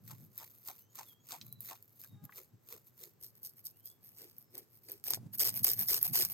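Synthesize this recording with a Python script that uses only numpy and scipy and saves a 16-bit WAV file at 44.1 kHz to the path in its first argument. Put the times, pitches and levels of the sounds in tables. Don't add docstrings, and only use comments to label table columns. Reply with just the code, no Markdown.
import sys
import numpy as np
from scipy import signal
from scipy.fft import rfft, irfft
from scipy.io import wavfile
from scipy.ndimage import uniform_filter1d

SR = 44100
rng = np.random.default_rng(int(sys.argv[2]) if len(sys.argv) > 2 else 0)


def unload_wav(signal):
    wavfile.write(
        sys.argv[1],
        SR,
        np.round(np.clip(np.atleast_2d(signal).T, -1, 1) * 32767).astype(np.int16),
    )


N = 279153
TIME = np.arange(N) / SR
FRONT_S, CLOSE_S = 3.17, 5.02


def undb(db):
    return 10 ** (np.asarray(db) / 20)


def unit(x):
    return x / np.sqrt(np.mean(x ** 2))


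def even(x, span):
    power = uniform_filter1d(x ** 2, max(int(span * SR), 8))
    floor = 1e-6 * np.mean(x ** 2)
    return x / np.sqrt(np.maximum(power, floor))


def band(x, lo_hz, hi_hz, order=2):
    hi_hz = min(max(hi_hz, lo_hz + 10), SR / 2 - 10)
    return signal.sosfilt(signal.butter(order, [lo_hz, hi_hz], "band", fs=SR, output="sos"), x)


def colour(x, points, size=2048):
    hz, db = np.transpose(points)
    bins_hz = np.fft.rfftfreq(size, 1 / SR)
    curve_db = np.interp(np.log(bins_hz + 1), np.log(hz), db)
    cepstrum = irfft(np.log(undb(curve_db)))
    cepstrum[1:size // 2] *= 2
    cepstrum[size // 2 + 1:] = 0
    response = irfft(np.exp(rfft(cepstrum)))
    return signal.fftconvolve(x, response)[:len(x)]


def swell(at, rise, fall, flatness=2):
    distance = np.abs((TIME - at) / np.where(TIME < at, rise, fall))
    return np.exp(-np.minimum(distance, 10) ** flatness)


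def ring(x, t60, wet_db):
    t = np.arange(int(t60 * SR) + 2) / SR
    tail = rng.standard_normal(len(t)) * np.exp(-np.log(1000) * t / t60)
    return x + undb(wet_db) * signal.fftconvolve(x, tail / np.linalg.norm(tail))[:N]


def spread(make, side_db):
    middle, side = make(), make()
    return middle + undb(side_db) * side * np.array([[1], [-1]])


def crack(sizes, crack_s, tail_s, tail_db):
    t = np.arange(int(0.047 * SR)) / SR
    sharp = np.exp(-t / crack_s) / crack_s
    tail = undb(tail_db) ** 2 * np.exp(-t / tail_s) / tail_s
    return np.sqrt(np.abs(signal.fftconvolve(sizes ** 2, (sharp + tail) / SR)[:N]))


# f/Hz, level/dB (relative)
HUSH_COLOUR = [(30, -24), (75, 1), (108, 4.5), (170, -7.5), (400, -6), (700, -15.5), (1100, -17),
               (3200, -27), (8000, -25), (10500, -46), (12300, -21), (16000, -28)]


def hush():
    drift_db = 0.59 * unit(band(rng.standard_normal(N), 0.15, 6, order=1))
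    noise = spread(lambda: unit(colour(rng.standard_normal(N), HUSH_COLOUR)), side_db=-2.5)
    return noise * undb(-74.5 + drift_db)


# start t/s, length/s, start f/Hz, end f/Hz, level/dB before the flutter
BIRD_WHISTLES = [(0.729, 0.23, 2450, 3190, -87.5), (0.793, 0.1, 6030, 6170, -80),
                 (0.89, 0.063, 6630, 6760, -76), (1.053, 0.094, 3740, 3190, -70),
                 (1.11, .13, 3100, 3320, -80), (1.194, 0.073, 6580, 6820, -75.5),
                 (1.427, 0.21, 4073, 3980, -73), (2.054, 0.16, 3810, 3730, -79),
                 (3.685, .3, 2350, 3460, -86.5), (3.85, 0.11, 3220, 3440, -81),
                 (4.406, 0.14, 5430, 5230, -85)]


def birds():
    out = np.zeros(N)
    waver = 1 + .004 * unit(band(rng.standard_normal(N), 15, 90, order=1))
    for at, length, start_hz, end_hz, db in BIRD_WHISTLES:
        part = np.clip((TIME - at) / length, 0, 1)
        hz = (end_hz + (start_hz - end_hz) * (1 - part) ** 2) * waver
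        tone = np.sin(2 * np.pi * np.cumsum(hz) / SR)
        out += undb(db) * np.sqrt(2) * np.sin(np.pi * part) * tone
    out *= undb(3.3 * unit(band(rng.standard_normal(N), 4.1, 59)))
    phase = 2 * np.pi * np.cumsum(410 * waver) / SR
    hoot = sum(undb(-76 - 3.9 * k) * np.sin((k + 2) * phase) for k in range(3))
    out += swell(2.22, 0.064, 0.17) * hoot
    return np.array([ring(out, .5, -9) for _ in range(2)])


# peak t/s, rise and fall/s, level/dB
BLOCK_BUMPS = [(0.083, 0.061, -59), (0.131, 0.0092, -55), (0.218, 0.079, -61), (1.447, 0.042, -63.5),
               (1.552, 0.1, -62.5), (2.145, 0.038, -55.5), (2.243, 0.019, -51.5), (2.543, 0.015, -60.5),
               (5.214, 0.067, -56), (5.267, 0.006, -55), (5.532, 0.06, -59), (5.619, 0.015, -50.5),
               (5.798, 0.053, -56), (6.114, 0.022, -48), (6.24, 0.044, -63.5)]


def bumps():
    force = undb(np.interp(TIME, [CLOSE_S, CLOSE_S + 0.17], [-76, -63]))
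    for at, length, db in BLOCK_BUMPS:
        force = force + undb(db) * swell(at, length, length)
    thud = [(70, -34.0), (110, 5.5), (150, -2.0), (230, -6.5), (400, -26.5), (3000, -46.5)]
    return force * spread(lambda: even(colour(rng.standard_normal(N), thud), span=0.056), side_db=-6.5)


# t/s, centre f/Hz, level/dB (energy of the whole click)
TRAY_TAPS = [(1.413, 4200, -25), (2.294, 1250, -33), (2.324, 1800, -35), (5.172, 520, -29.5)]


def taps():
    out = np.zeros(N)
    for at, hz, db in TRAY_TAPS:
        contour = crack(signal.unit_impulse(N, int(at * SR)), crack_s=.0012, tail_s=.004, tail_db=-8)
        click = band(contour * rng.standard_normal(N), hz * 0.66, hz * 1.37)
        out += undb(db) * click / np.linalg.norm(click)
    return np.array([ring(out, .06, -4) for _ in range(2)])


def scales(per_s, scatter_db):
    hit = rng.random(N) < per_s / SR
    size = undb(scatter_db * np.minimum(rng.exponential(size=N), 5.5))
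    return hit * size * rng.choice([-1, 1], N)


# t/s, f/Hz, level/dB re the stroke's body
FISH_RESONANCE = [(0.1, 1000, -2.5), (0.4, 926, 1), (1.7, 884, 1), (2.02, 1480, 3.5), (2.37, 453, -3),
                  (4.2, 402, 1), (4.9, 385, -0.5), (5.1, 423, -9)]
# hardest pressure t/s, length/s, crackle level/dB, bite level/dB re crackle
PUSHES = [(0.094, 0.064, -51, -8), (0.397, 0.079, -51, -8), (0.683, 0.055, -46.5, -9),
          (0.983, 0.069, -51, -3.5), (1.316, 0.075, -49.5, -3), (1.7, 0.066, -50, -3),
          (2.025, 0.066, -51.5, -17.5), (2.372, 0.073, -51, -11), (2.716, 0.074, -50.5, -9.5),
          (3.02, 0.083, -52, -13), (3.233, 0.048, -47.5, -26.5), (3.447, 0.048, -45, -42),
          (3.658, 0.036, -43.5, -42), (3.863, 0.056, -50.5, -41), (4.194, 0.13, -54.5, -11.5),
          (4.551, 0.072, -55, -7.5), (4.891, 0.082, -53.5, -9), (5.07, 0.11, -42, -12.5),
          (5.409, 0.12, -30.5, -17.5), (5.653, 0.097, -31, -18), (5.896, 0.11, -31, -17),
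          (6.154, 0.12, -30.5, -16)]


def knocks():
    out = np.zeros(N)
    times, ring_hz, ring_db = np.transpose(FISH_RESONANCE)
    judder_at, judder_cycles = 0.32, 16.1
    for at, length, db, bite_db in PUSHES:
        hz = np.interp(at, times, ring_hz)
        span = judder_cycles / hz
        jolts = scales(900, 2.0) * swell(at + judder_at * length, span, span)
        body = band(jolts, hz * 0.77, hz * 1.17)
        level = undb(db + bite_db + np.interp(at, times, ring_db))
        out += level * body * np.sqrt(span * SR / np.sum(body ** 2))
    return np.array([ring(out, 0.06, -7) for _ in range(2)])


# middle t/s, length/s, crackle level/dB
BACK_SLIDES = [(0.224, 0.084, -62.5), (0.54, 0.23, -64), (0.796, 0.073, -59.5), (1.099, 0.079, -59),
               (1.465, 0.089, -59.5), (1.656, 0.082, -51), (1.915, 0.23, -70.5), (2.25, 0.021, -52.5),
               (2.874, 0.042, -61), (3.371, 0.043, -60.5), (3.587, 0.042, -56.5), (3.784, 0.046, -62),
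               (4.071, .08, -57), (4.41, 0.072, -64.5), (4.756, 0.093, -63), (4.845, 0.034, -66),
               (5.347, 0.031, -42), (5.572, 0.062, -35), (5.812, 0.076, -33), (6.053, 0.08, -33.5),
               (6.308, 0.05, -39)]


def passes(start, end, rise_share, flatness, rasp_db):
    dig_s = 0.0089
    bite_rasp_db = -3.5
    pressure = np.zeros((3, N))
    for at, length, db, bite_db in PUSHES:
        if start <= at < end:
            rasp = undb(rasp_db) + undb(bite_db + bite_rasp_db)
            gains = undb(db) * np.array([1, rasp, undb(bite_db)])
            rise, fall = length * rise_share, length * (1 - rise_share)
            for k, narrowing in enumerate((1, 1.15, 1.4)):
                push = swell(at + dig_s * k / 2, rise, fall, flatness)
                pressure[k] += gains[k] * push ** narrowing
    for at, length, db in BACK_SLIDES:
        if start <= at < end:
            gains = undb([db, db - 12.5, db - 19.5])
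            pressure += gains[:, None] * swell(at, length / 2, length / 2)
    return pressure


# t/s, crackle level/dB, rasp level/dB, both before snap_db is added
SCALE_SNAPS = [(0.379, -40, -65), (0.675, -42, -55), (0.955, -45, -55.5), (1.288, -48, -53),
               (1.3205, -50, -43), (1.3278, -52, -47.5), (1.5265, -46, -62), (1.6058, -38.5, -63),
               (1.826, -49.5, -67), (2.3765, -47, -60), (3.0365, -56, -50.5), (3.4314, -36, -55),
               (3.4485, -35, -45.5), (3.659, -51, -60), (3.857, -36, -59), (4.383, -39, -67),
               (4.5796, -30, -46.5), (4.918, -29, -51), (5.0401, -35, -43), (5.077, -30.5, -51),
               (5.106, -23.5, -37), (5.1355, -29, -28), (5.146, -30, -33), (5.402, -19.5, -26.5),
               (5.645, -17, -45), (5.7159, -24.5, -39.5), (5.734, -24, -37), (5.793, -26, -46),
               (6.0288, -20.5, -46), (6.2154, -49, -35), (6.2503, -22.5, -29.5)]


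def snapping(start, end, snap_db):
    snaps = np.zeros((3, N))
    for at, crackle_db, rasp_db in SCALE_SNAPS:
        if start <= at < end:
            snaps[:, int(at * SR)] = undb([crackle_db, rasp_db, rasp_db - 13.5])
    return snaps * undb(snap_db)


# low f/Hz, high f/Hz
SCRAPE_BANDS = [(10500, 16500), (2800, 10500), (280, 2800)]


def scrape(pressure, snaps, clicks, tone, rows_db):
    rows = undb(rows_db * unit(band(rng.standard_normal(N), 24, 190)))
    grain = even(rows * crack(clicks, crack_s=.0002, tail_s=.0009, tail_db=-6), span=.06)
    tone_response = colour(signal.unit_impulse(1024), tone)
    out = 0
    for (lo, hi), push, snap, diffuse_db in zip(SCRAPE_BANDS, pressure, snaps, (-14, -5, -7)):
        response = band(tone_response, lo, hi, order=4)
        response = response / np.linalg.norm(response)
        snap_contour = crack(snap, crack_s=0.00013, tail_s=0.006, tail_db=-5)
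        contour = np.hypot(grain * push, snap_contour)
        burst = rng.choice([-1, 1], N) + undb(diffuse_db) * rng.standard_normal((2, N))
        out = out + signal.fftconvolve(contour * unit(burst), response[None], axes=1)[:, :N]
    return out


def blade_echo(x, lag_s, echo_db):
    lag = lag_s * np.exp(.35 * unit(band(rng.standard_normal(N), 3, 15)))
    echo = x[np.clip(np.arange(N) - (lag * SR).astype(int), 0, N - 1)]
    return (x + undb(echo_db) * echo) / np.hypot(1, undb(echo_db))


# f/Hz, from the side/rad, from the front/rad
PORT_PHASES = [(100, 1.14, 1.5), (1630, -8.6, 1), (3660, -0.95, 3.5), (4970, 1, 3.5), (6530, -7.8, .3),
               (8190, -0.6, -1.52), (11240, -4.5, -4), (16820, -9.5, -11)]


def ports(pair, phase, garden_db):
    turn = np.interp(np.fft.rfftfreq(2 * N, 1 / SR), np.transpose(PORT_PHASES)[0], phase)
    turned = rfft(pair, 2 * N) * np.exp(.5j * turn * np.array([[1], [-1]]))
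    pair = irfft(turned)[:, :N]
    coloured = blade_echo(pair.T, lag_s=.0007, echo_db=-6).T
    return np.array([ring(ear, .25, garden_db) for ear in coloured])


# f/Hz, level/dB (relative within each scrape band)
SIDE_TONE = [(300, -10), (500, -8), (950, -3.5), (1500, -10), (2500, -9.5), (3300, -7.5), (4300, -4.5),
             (5500, -4), (6800, -1.5), (8000, -2.5), (10300, -12), (12000, -1), (15600, -5.5)]
# f/Hz, level/dB (relative within each scrape band)
FRONT_TONE = [(300, -22), (700, -16), (1400, -24.5), (2700, -16), (3900, -10.5), (5000, -1), (6500, -7),
              (7600, -11), (8600, 0.5), (10500, -7), (12000, 0), (15600, -2.5)]


def knife():
    _, side_phase, front_phase = np.transpose(PORT_PHASES)
    rows_db, far_echo_db, close_echo_db = 2, -23, -29
    clicks = scales(per_s=1500, scatter_db=3.3)
    side = scrape(passes(0, FRONT_S, rise_share=0.42, flatness=1.126, rasp_db=-11.0),
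                  snapping(0, FRONT_S, snap_db=21.0), clicks, SIDE_TONE, rows_db)
    front = scrape(passes(FRONT_S, CLOSE_S, rise_share=0.29, flatness=1.18, rasp_db=-7.5),
                   snapping(FRONT_S, CLOSE_S, snap_db=14.5), clicks, FRONT_TONE, rows_db)
    close = scrape(passes(CLOSE_S, N / SR, rise_share=0.23, flatness=5.8, rasp_db=-7.5),
                   snapping(CLOSE_S, N / SR, snap_db=17.5), clicks, FRONT_TONE, rows_db)
    far = ports(side, side_phase, far_echo_db) + ports(front, front_phase, far_echo_db)
    return far + ports(close, front_phase, close_echo_db)


def scene():
    return hush() + birds() + bumps() + taps() + knocks() + knife()


def record(dry):
    tone = [(30, -8.0), (82, -7.0), (102, 1.5), (16000, 0.5)]
    dry = np.array([colour(ear, tone, size=8192) for ear in dry])
    return signal.sosfilt(signal.ellip(10, .2, 70, 16200, fs=SR, output="sos"), dry)


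dry = scene()
out = record(dry)
unload_wav(out)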